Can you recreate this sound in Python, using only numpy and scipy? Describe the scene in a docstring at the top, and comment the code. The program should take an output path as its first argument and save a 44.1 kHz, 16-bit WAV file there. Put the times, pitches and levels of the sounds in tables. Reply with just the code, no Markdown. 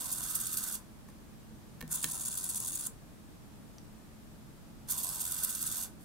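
"""A small plastic-geared servo on a wooden table whirs three times: forwards, back, forwards.
Its gear teeth tick and ring the case and the table; the train binds briefly at set places for each direction.
A push button slightly to the right snaps, rings its box and thumps the table; there is also one small tick.
A little room echo follows, over a quiet background of rumble, hiss and wavering hum."""
import sys
import numpy as np
from scipy import signal
from scipy.fft import rfft, irfft, next_fast_len
from scipy.io import wavfile

SR = 44100
rng = np.random.default_rng(int(sys.argv[2]) if len(sys.argv) > 2 else 0)


def to_wav(sig):
    """Store sig (one row per channel, or 1-D mono) as 16-bit WAV at the path in sys.argv[1].

    Samples outside -1..1 are clipped; the rate is SR.
    """
    pcm = np.clip(np.atleast_2d(sig), -1, 1) * 32767
    pcm = np.round(pcm).astype(np.int16)
    wavfile.write(sys.argv[1], SR, pcm.T)  # frames by channels


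N = 266760
TIME = np.arange(N) / SR


def servo():
    """Ticks under the mesh level and the binds ring the case and the table; the loaded tooth flank sets the colour."""
    # Ways the case rings. Each row: pitch in Hz, pole width in Hz, relative level forwards in dB,
    # relative level backwards in dB, left over right in dB, lead of the left side in radians.
    case_modes = [(2860, 280, -11.5, -12.5, -2.5, 0.5), (3587, 650, -3, -3.5, -8, -1.2),
                  (4550, 1200, -1, -1.5, -3, 0.8), (5470, 1630, -1.5, -2, 4, -0.3),
                  (6456, 960, 0, 1, -11.5, -1.1), (6750, 340, -3.5, 2.5, 5, -0.5),
                  (7384, 340, 1.5, 6, 3, 4), (7970, 430, 7, 8.5, -5.5, 1.27),
                  (8610, 700, 0.5, 3.5, 9.5, 0.8), (9300, 600, 8.5, 10.5, -4, 1.31),
                  (10410, 1000, 0.5, 7.5, 8.5, -1.3), (11180, 290, 5, -3, -5, -2),
                  (11860, 340, 0, -1.5, -6.5, -3.5), (12520, 1400, 4, -4, -8.5, -5),
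                  (13260, 630, 2.5, 3, 0.5, -1.3), (14250, 1000, 1, -2, -2.5, -2.0),
                  (15500, 375, -5, -4, -4, 1.5)]
    # Ways the table rings under the servo, a low group and an upper group.
    # Each row: pitch in Hz, pole width in Hz, relative level in dB.
    table_modes = [
        [(727, 240, -6.5), (873, 180, -9.5), (1000, 145, -2), (1084, 230, -7.5)],
        [(1156, 37, -8.5), (1289, 106, -4.5), (1497, 204, -1.5), (1562, 260, -8.5), (2010, 430, -10.5)],
    ]
    # Sound cancelled by the table's reflection. Each row: pitch in Hz, width in Hz.
    notches = [(3080, 160), (3950, 33), (7850, 140)]
    # Faint hiss after a sweep has stopped.
    # Each row: middle in seconds, level in dB before the case rings, length at half power in ms.
    settling = [(1.095, -65, 20), (6.035, -65.5, 60)]
    servo_db = -12.5
    case_patchy_db, table_patchy_db = 1, 1.5    # spread of each mode's wandering level
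    table_pan_db, table_lead_rad = -3.5, -.5    # left over right, and lead of the left side
    # a bind drives high modes harder: share of its rise in dB that a mode follows
    bind_share_at_8khz, bind_share_per_octave = 0.75, 0.4

    mesh, table_levels, binds, back = sweep_levels()
    ticks = gear_ticks(back)
    mesh = np.sqrt(mesh ** 2 + swells(settling)) + 1e-9
    bind_rise = np.maximum(1, np.sqrt(swells(binds)) / np.maximum(mesh, 1e-4))
    side = np.array([[.5], [-.5]])    # left, right
    out = np.zeros((2, N))

    for k, (hz, width_hz, forward_db, backward_db, pan_db, lead_rad) in enumerate(case_modes):
        mode_db = np.where(back, backward_db, forward_db) + servo_db
        gain = from_db(mode_db + side * pan_db + case_patchy_db * drift(13.0))
        share = np.clip(bind_share_at_8khz + bind_share_per_octave * np.log2(hz / 8000), 0, 2)
        force = mesh * bind_rise ** share
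        ringing = resonate(force * ticks[k % 2], hz, width_hz)
        out += gain * (ringing * np.exp(1j * side * lead_rad)).real

    # the coupling to the table shifts as the horn swings
    for level, modes in zip(table_levels, table_modes):
        for k, (hz, width_hz, db) in enumerate(modes):
            gain = from_db(db + side * table_pan_db + table_patchy_db * drift(14.4))
            ringing = resonate((level + 1e-9) * ticks[k % 2], hz, width_hz)
            out += gain * (ringing * np.exp(1j * side * table_lead_rad)).real

    for hz, width_hz in notches:
        out = signal.lfilter(*signal.iirnotch(hz, hz / width_hz, fs=SR), out)
    return signal.sosfilt(signal.butter(2, 600.0, "high", fs=SR, output="sos"), out)


def sweep_levels():
    """Each sweep runs up, holds and fades: gives mesh level, two table levels, binds and the latest direction."""
    # Each row: start in seconds, stop in seconds, direction (0 forwards, 1 backwards),
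    # extra drive into the table in dB.
    sweeps = [(-0.213, 0.754, 0, -0.05), (1.884, 2.871, 1, 0.4), (4.872, 5.846, 0, -0.75)]
    # Where the gear train binds, one list forwards and one backwards. Each row: middle in seconds into
    # the sweep, level in dB before the case rings, length at half power in ms.
    bind_places = [
        [(.039, -33, 24), (.056, -42, 19), (.115, -34.5, 19), (.168, -35, 16), (.226, -39.5, 26),
         (.274, -39.5, 11), (.34, -34, 18), (.393, -39, 8), (.448, -35.5, 13), (.515, -36.5, 12),
         (.5695, -28.5, 13), (.624, -36, 20), (.682, -33.5, 8), (.747, -35.5, 20), (.796, -33.5, 18),
         (.851, -35.5, 17), (.898, -38.5, 27), (.94, -37.5, 7.2), (.96, -35.5, 13)],
        [(.029, -39, 6.6), (.043, -29.5, 9.6), (.065, -30, 19), (.151, -36.5, 14), (.232, -33, 9.4),
         (.332, -38, 11), (.379, -37, 24), (.401, -34, 8.1), (.472, -39, 4.8), (.495, -36.5, 16),
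         (.556, -34.5, 11), (.616, -33, 13), (.691, -37.5, 9.3), (.719, -30, 4.1), (.769, -36.4, 9.3),
         (.792, -35.5, 8.3), (.85, -39, 3.8), (.871, -33.5, 6.1), (.925, -40.5, 19), (.954, -36.4, 5.2)],
    ]
    # How the table takes up the drive along the travel, one list forwards and one backwards.
    # Each row: seconds into the sweep, drive of the low modes in dB, drive of the upper modes in dB.
    table_coupling = [
        [(.03, -55.5, -56.5), (.13, -55, -68.5), (.23, -54, -61), (.33, -57, -61), (.57, -61, -55),
         (.7, -66.5, -58), (.87, -59, -56), (.97, -56.5, -61)],
        [(.035, -54.5, -54), (.115, -60, -65), (.27, -57.5, -61), (.57, -63.5, -64), (.72, -58, -65.5),
         (.87, -65, -64.5), (.98, -62, -60.5)],
    ]
    # pairs: forwards, backwards
    mesh_db = (-42.5, -43)            # tooth drive between binds
    run_up_s = (0.018, 0.036)
    fade_db_per_s = (478, 900)        # after the stop
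    run_up_db = 22.0                  # how far below its level a sweep sets in
    table_fade_share = .45            # the table drive fades more slowly: share of the fade in dB
    # lesser binds fall at random in each sweep
    small_binds, small_bind_db, small_bind_spread_db, small_bind_ms = 8, -39.5, 2, 8.7

    levels, back, binds = np.zeros((3, N)), np.zeros(N, bool), []
    for start, stop, way, table_db in sweeps:
        into, way = TIME - start, round(way)
        fade_db = fade_db_per_s[way] * np.maximum(TIME - stop, 0)
        run_up = -run_up_db * np.clip(1 - into / run_up_s[way], 0, 1)
        shape_db = run_up - np.outer([1, table_fade_share, table_fade_share], fade_db)
        s, low_db, upper_db = np.transpose(table_coupling[way])
        held_db = [np.full(N, mesh_db[way]),
                   np.interp(into, s, low_db) + table_db,
                   np.interp(into, s, upper_db) + table_db]
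        levels += (into >= 0) * from_db(np.maximum(held_db + shape_db, -200))
        back[into >= 0] = way
        binds += [(start + s, db, ms) for s, db, ms in bind_places[way]]
        for place, size in rng.random((small_binds, 2)):
            # sqrt(12) turns an even spread between 0 and 1 into one of standard deviation 1
            db = small_bind_db + small_bind_spread_db * np.sqrt(12) * (size - .5)
            binds.append((start + place * (stop - start), db, small_bind_ms))
    return levels[0], levels[1:], binds, back


def gear_ticks(back):
    """Uneven tooth contacts over a rub pulse with the shaft; gives two stereo trains for neighbouring modes."""
    teeth_per_s, spacing_jitter = 820, .25     # jitter as a share of the tooth rate
    tooth_spread_db, rub_share = 3.5, .5
    scatter = .2                               # share of power reaching each side by its own path
    shaft_hz, shaft_db = 87.2, 2.0
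    # brief dips where the teeth run in their backlash: steady scale and what an opening adds
    slack_db, open_slack_db = 1, 4.5
    # backwards, the backlash opens once a turn of a wheel: rate, a moment when widest, level lost then
    wheel_per_s, widest_s, open_loss_db = 16.8, 2.477, 2.5

    teeth = np.cumsum(teeth_per_s / SR * np.maximum(0, 1 + spacing_jitter * drift(teeth_per_s)))
    struck = np.diff(np.floor(teeth), prepend=0) > 0
    slack = rms_one(resonate(rng.standard_normal(N), 80.0, 73.0).real)
    sizes = from_db(tooth_spread_db * np.minimum(rng.exponential(1, N), 3.0))
    # each contact rattles for a fraction of a millisecond
    burst = signal.lfilter([1], [1, -.93], struck * sizes)

    turn = 2 * np.pi * shaft_hz * TIME + 0.55 * drift(4.7)
    opening = back * np.cos(np.pi * wheel_per_s * (TIME - widest_s)) ** 2
    play_db = (slack_db + open_slack_db * opening) * np.minimum(slack, .3) - open_loss_db * opening
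    pulse = from_db(shaft_db * np.cos(turn) + play_db)

    # axes: train, side, time
    shared_noise = np.sqrt(1 - scatter) * rng.standard_normal((2, 1, N))
    own_noise = np.sqrt(scatter) * rng.standard_normal((2, 2, N))
    contact = rub_share + (1 - rub_share) * rms_one(burst)
    return rms_one(pulse * contact * (shared_noise + own_noise))


def button():
    """The dome snaps with a bright crack and rings the box; the push thumps softly into the table."""
    # Contacts of the button. Each row: time in seconds, strength of the ring in dB, hardness in dB per
    # octave, strength of the crack in dB, left over right in dB.
    contacts = [(1.087, -49, -22, -60, -5), (1.808, -41, -15, -41, 0), (1.813, -33.5, -5, -40, -7),
                (1.8256, -35, -10, -45.5, -3), (1.878, -66, 0, -46, -1), (2.0374, -36, -14, -60, -4),
                (2.0428, -31, 9, -20.5, -3), (2.0488, -32, -1, -42, -2)]
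    # Ways the box rings. Each row: pitch in Hz, relative level in dB, seconds to fall by 60 dB.
    box_modes = [(1100, -15, 0.019), (1800, -6, 0.03), (2250, -2.5, 0.012), (2720, -6.5, .014),
                 (3230, -5.5, 0.019), (3980, -6, 0.02)]
    # The finger's pushes into the table. Each row: time in seconds, strength in dB.
    pushes = [(1.814, -44), (1.8265, -42), (1.831, -35), (2.045, -38)]
    # Ways the table thumps. Each row: pitch in Hz, relative level in dB, seconds to fall by 60 dB.
    thump_modes = [(158.7, -7, 0.43), (246.5, -5.5, 0.14), (325, -7.5, 0.094), (486, -4, 0.049)]
    crack_hz, crack_t60_s = 3400, 0.011
    click_soft_hz, push_soft_hz = 3230, 510    # contacts last a moment and so lose their top

    s, ring_db, hard_db, crack_db, pan_db = np.transpose(contacts)
    at = np.round(s * SR).astype(int)
    pan = from_db(np.outer([.5, -.5], pan_db))

    box = np.zeros((2, N))
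    for hz, db, t60 in box_modes:      # a harder snap reaches the higher modes
        clicks = np.zeros((2, N))
        clicks[:, at] = pan * from_db(ring_db + db + hard_db * np.log2(hz / box_modes[1][0]))
        box += ring(soften(clicks, click_soft_hz), hz, t60)
    # the small box radiates no bass
    box = signal.sosfilt(signal.butter(4, 950.0, "high", fs=SR, output="sos"), box)

    snaps = np.zeros((2, N))
    snaps[:, at] = pan * from_db(crack_db)
    dying = signal.lfilter([1], [1, -from_db(-60 / (crack_t60_s * SR))], snaps + 1e-18)
    noise = rng.standard_normal(N) + 1.4 * rng.standard_normal((2, N))
    crack = signal.sosfilt(signal.butter(2, crack_hz, "high", fs=SR, output="sos"), dying * noise)

    push = np.zeros(N)
    push[[round(s * SR) for s, db in pushes]] = from_db([db for s, db in pushes])
    push = soften(push, push_soft_hz)
    thump = sum(from_db(db) * ring(push, hz, t60) for hz, db, t60 in thump_modes)
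    return box + crack + thump


def lone_tick():
    """One dry click into a few very short rings."""
    # Each row: pitch in Hz, level in dB, seconds to fall by 60 dB.
    tick_modes = [(5500, -48, 0.013), (5970, -46, 0.014), (4670, -54, .02), (3700, -60, .005)]
    click = np.arange(N) == round(3.7834 * SR)    # time in seconds
    return sum(ring(from_db(db) * click, hz, t60) for hz, db, t60 in tick_modes)


def room(x):
    """Echoes from eight feedback delays a side, duller on every round."""
    t60_s, wall_cut_hz = 0.3, 3700
    size = next_fast_len(N + SR)
    w = 2 * np.pi * np.arange(size // 2 + 1) / size
    dull = np.exp(-2 * np.pi * wall_cut_hz / SR)
    wall = (1 - dull) / (1 - dull * np.exp(-1j * w))
    out = np.zeros((2, len(w)), complex)
    for k, lag in enumerate(rng.uniform(.008, .035, 16) * SR):
        loop = from_db(-60 * lag / SR / t60_s) * wall ** 0.2 * np.exp(-1j * w * round(lag))
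        out[k % 2] += (-1) ** (k // 2) * loop / (1 - loop)
    return irfft(out * rfft(x, size), size)[:, :N]


def room_tone():
    """Half-octave bands of stereo noise make rumble and hiss, with a wavering hum of narrow noise."""
    # Colour of the noise. Each row: pitch in Hz, relative level in dB per Hz.
    tone_colour = [(20, 0), (60, 2), (120, -3), (230, 0), (330, -11), (500, -13), (1000, -17.5),
                   (1500, -21), (2200, -25), (3200, -26.5), (6000, -29), (10000, -28), (13000, -31.5),
                   (16000, -38)]
    # How alike the two sides are. Each row: pitch in Hz, left-right likeness (1 means the same).
    likeness = [(60, -0.18), (180, 0.23), (550, 0.3), (1650, 0.047), (4970, 0.0041), (15000, 0.14)]
    # Wavering hum. Each row: pitch in Hz, pole width in Hz, level in dB.
    hum_bands = [(121.5, 13.5, -63), (218.3, 12.7, -61.5), (151.2, 28, -64), (317.7, 41, -69.5)]
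    tone_db = -52

    out, edges = 0, 20 * 2 ** np.arange(0, 10, .5)
    white = rng.standard_normal((2, 2, N + SR))
    for k, (low, high) in enumerate(zip(edges, np.append(edges[1:], .45 * SR))):
        band = signal.butter(2, [low, high], "band", fs=SR, output="sos")
        mid, side = signal.sosfilt(band, white[k % 2])[:, SR:]    # skip the filter's start
        hz = np.sqrt(low * high)
        alike = np.clip(at_hz(likeness, hz), -1, 1)
        stereo = np.sqrt(1 + alike) * mid + np.sqrt(1 - alike) * side * [[1], [-1]]
        out = out + from_db(at_hz(tone_colour, hz)) * stereo
    noise = rng.standard_normal(N) + 0.74 * rng.standard_normal((2, N))
    hum = sum(from_db(db) * rms_one(resonate(noise, hz, width_hz).real) for hz, width_hz, db in hum_bands)
    return from_db(tone_db) * rms_one(out) + hum


def resonate(x, hz, width_hz):
    """One mode as a complex double pole, so its phase can differ between the sides; keeps the power of noise."""
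    r = np.exp(-np.pi * width_hz / SR)
    pole = r * np.exp(2j * np.pi * hz / SR)
    return signal.lfilter([np.sqrt(2 * (1 - r * r) ** 3 / (1 + r * r))], [1, -2 * pole, pole ** 2], x)


def ring(clicks, hz, t60):
    """A unit click sets a sine of height 1 ringing, which falls by 60 dB in t60 seconds."""
    r, w = from_db(-60 / (t60 * SR)), 2 * np.pi * hz / SR
    return signal.lfilter([0, np.sin(w)], [1, -2 * r * np.cos(w), r * r], clicks + 1e-18)


def soften(clicks, hz):
    """Spread clicks into short pushes."""
    r = np.exp(-2 * np.pi * hz / SR)
    return signal.lfilter([(1 - r) ** 2], [1, -2 * r, r * r], clicks + 1e-18)


def swells(rows):
    """Summed power of flat-topped swells, each centred on its time and at half power at its ends."""
    power = 0
    for s, db, ms in rows:
        distance = np.abs((TIME - s) / (ms / 2000))    # in half lengths
        power = power + from_db(2 * db) * np.exp(-np.log(2) * distance ** 3)
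    return power


def drift(rate):
    """Slow random wandering of rms 1; a higher rate in Hz wanders faster."""
    r = np.exp(-2 * np.pi * rate / SR)
    return rms_one(signal.lfilter([1], [1, -2 * r, r * r], rng.standard_normal(N + SR))[SR:])


def at_hz(points, hz):
    """Read a spectrum table on a log-frequency axis."""
    return np.interp(np.log(hz), np.log(np.array(points)[:, 0]), np.array(points)[:, 1])


def rms_one(x):
    """Scale to unit rms."""
    return x / np.sqrt(np.mean(x ** 2) + 1e-20)


def from_db(db):
    """Decibels to gain."""
    return 10 ** (np.asarray(db) / 20)


def scene():
    """Servo, button and tick with their room echo, over the room tone."""
    room_db = -17.5
    near = servo() + button() + lone_tick()
    return near + from_db(room_db) * room(near.mean(axis=0)) + room_tone()


def record(dry):
    """A steep filter cuts the top above 15.8 kHz."""
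    return signal.sosfilt(signal.ellip(12, .5, 75, 15800, fs=SR, output="sos"), dry)


dry = scene()
out = record(dry)
to_wav(out)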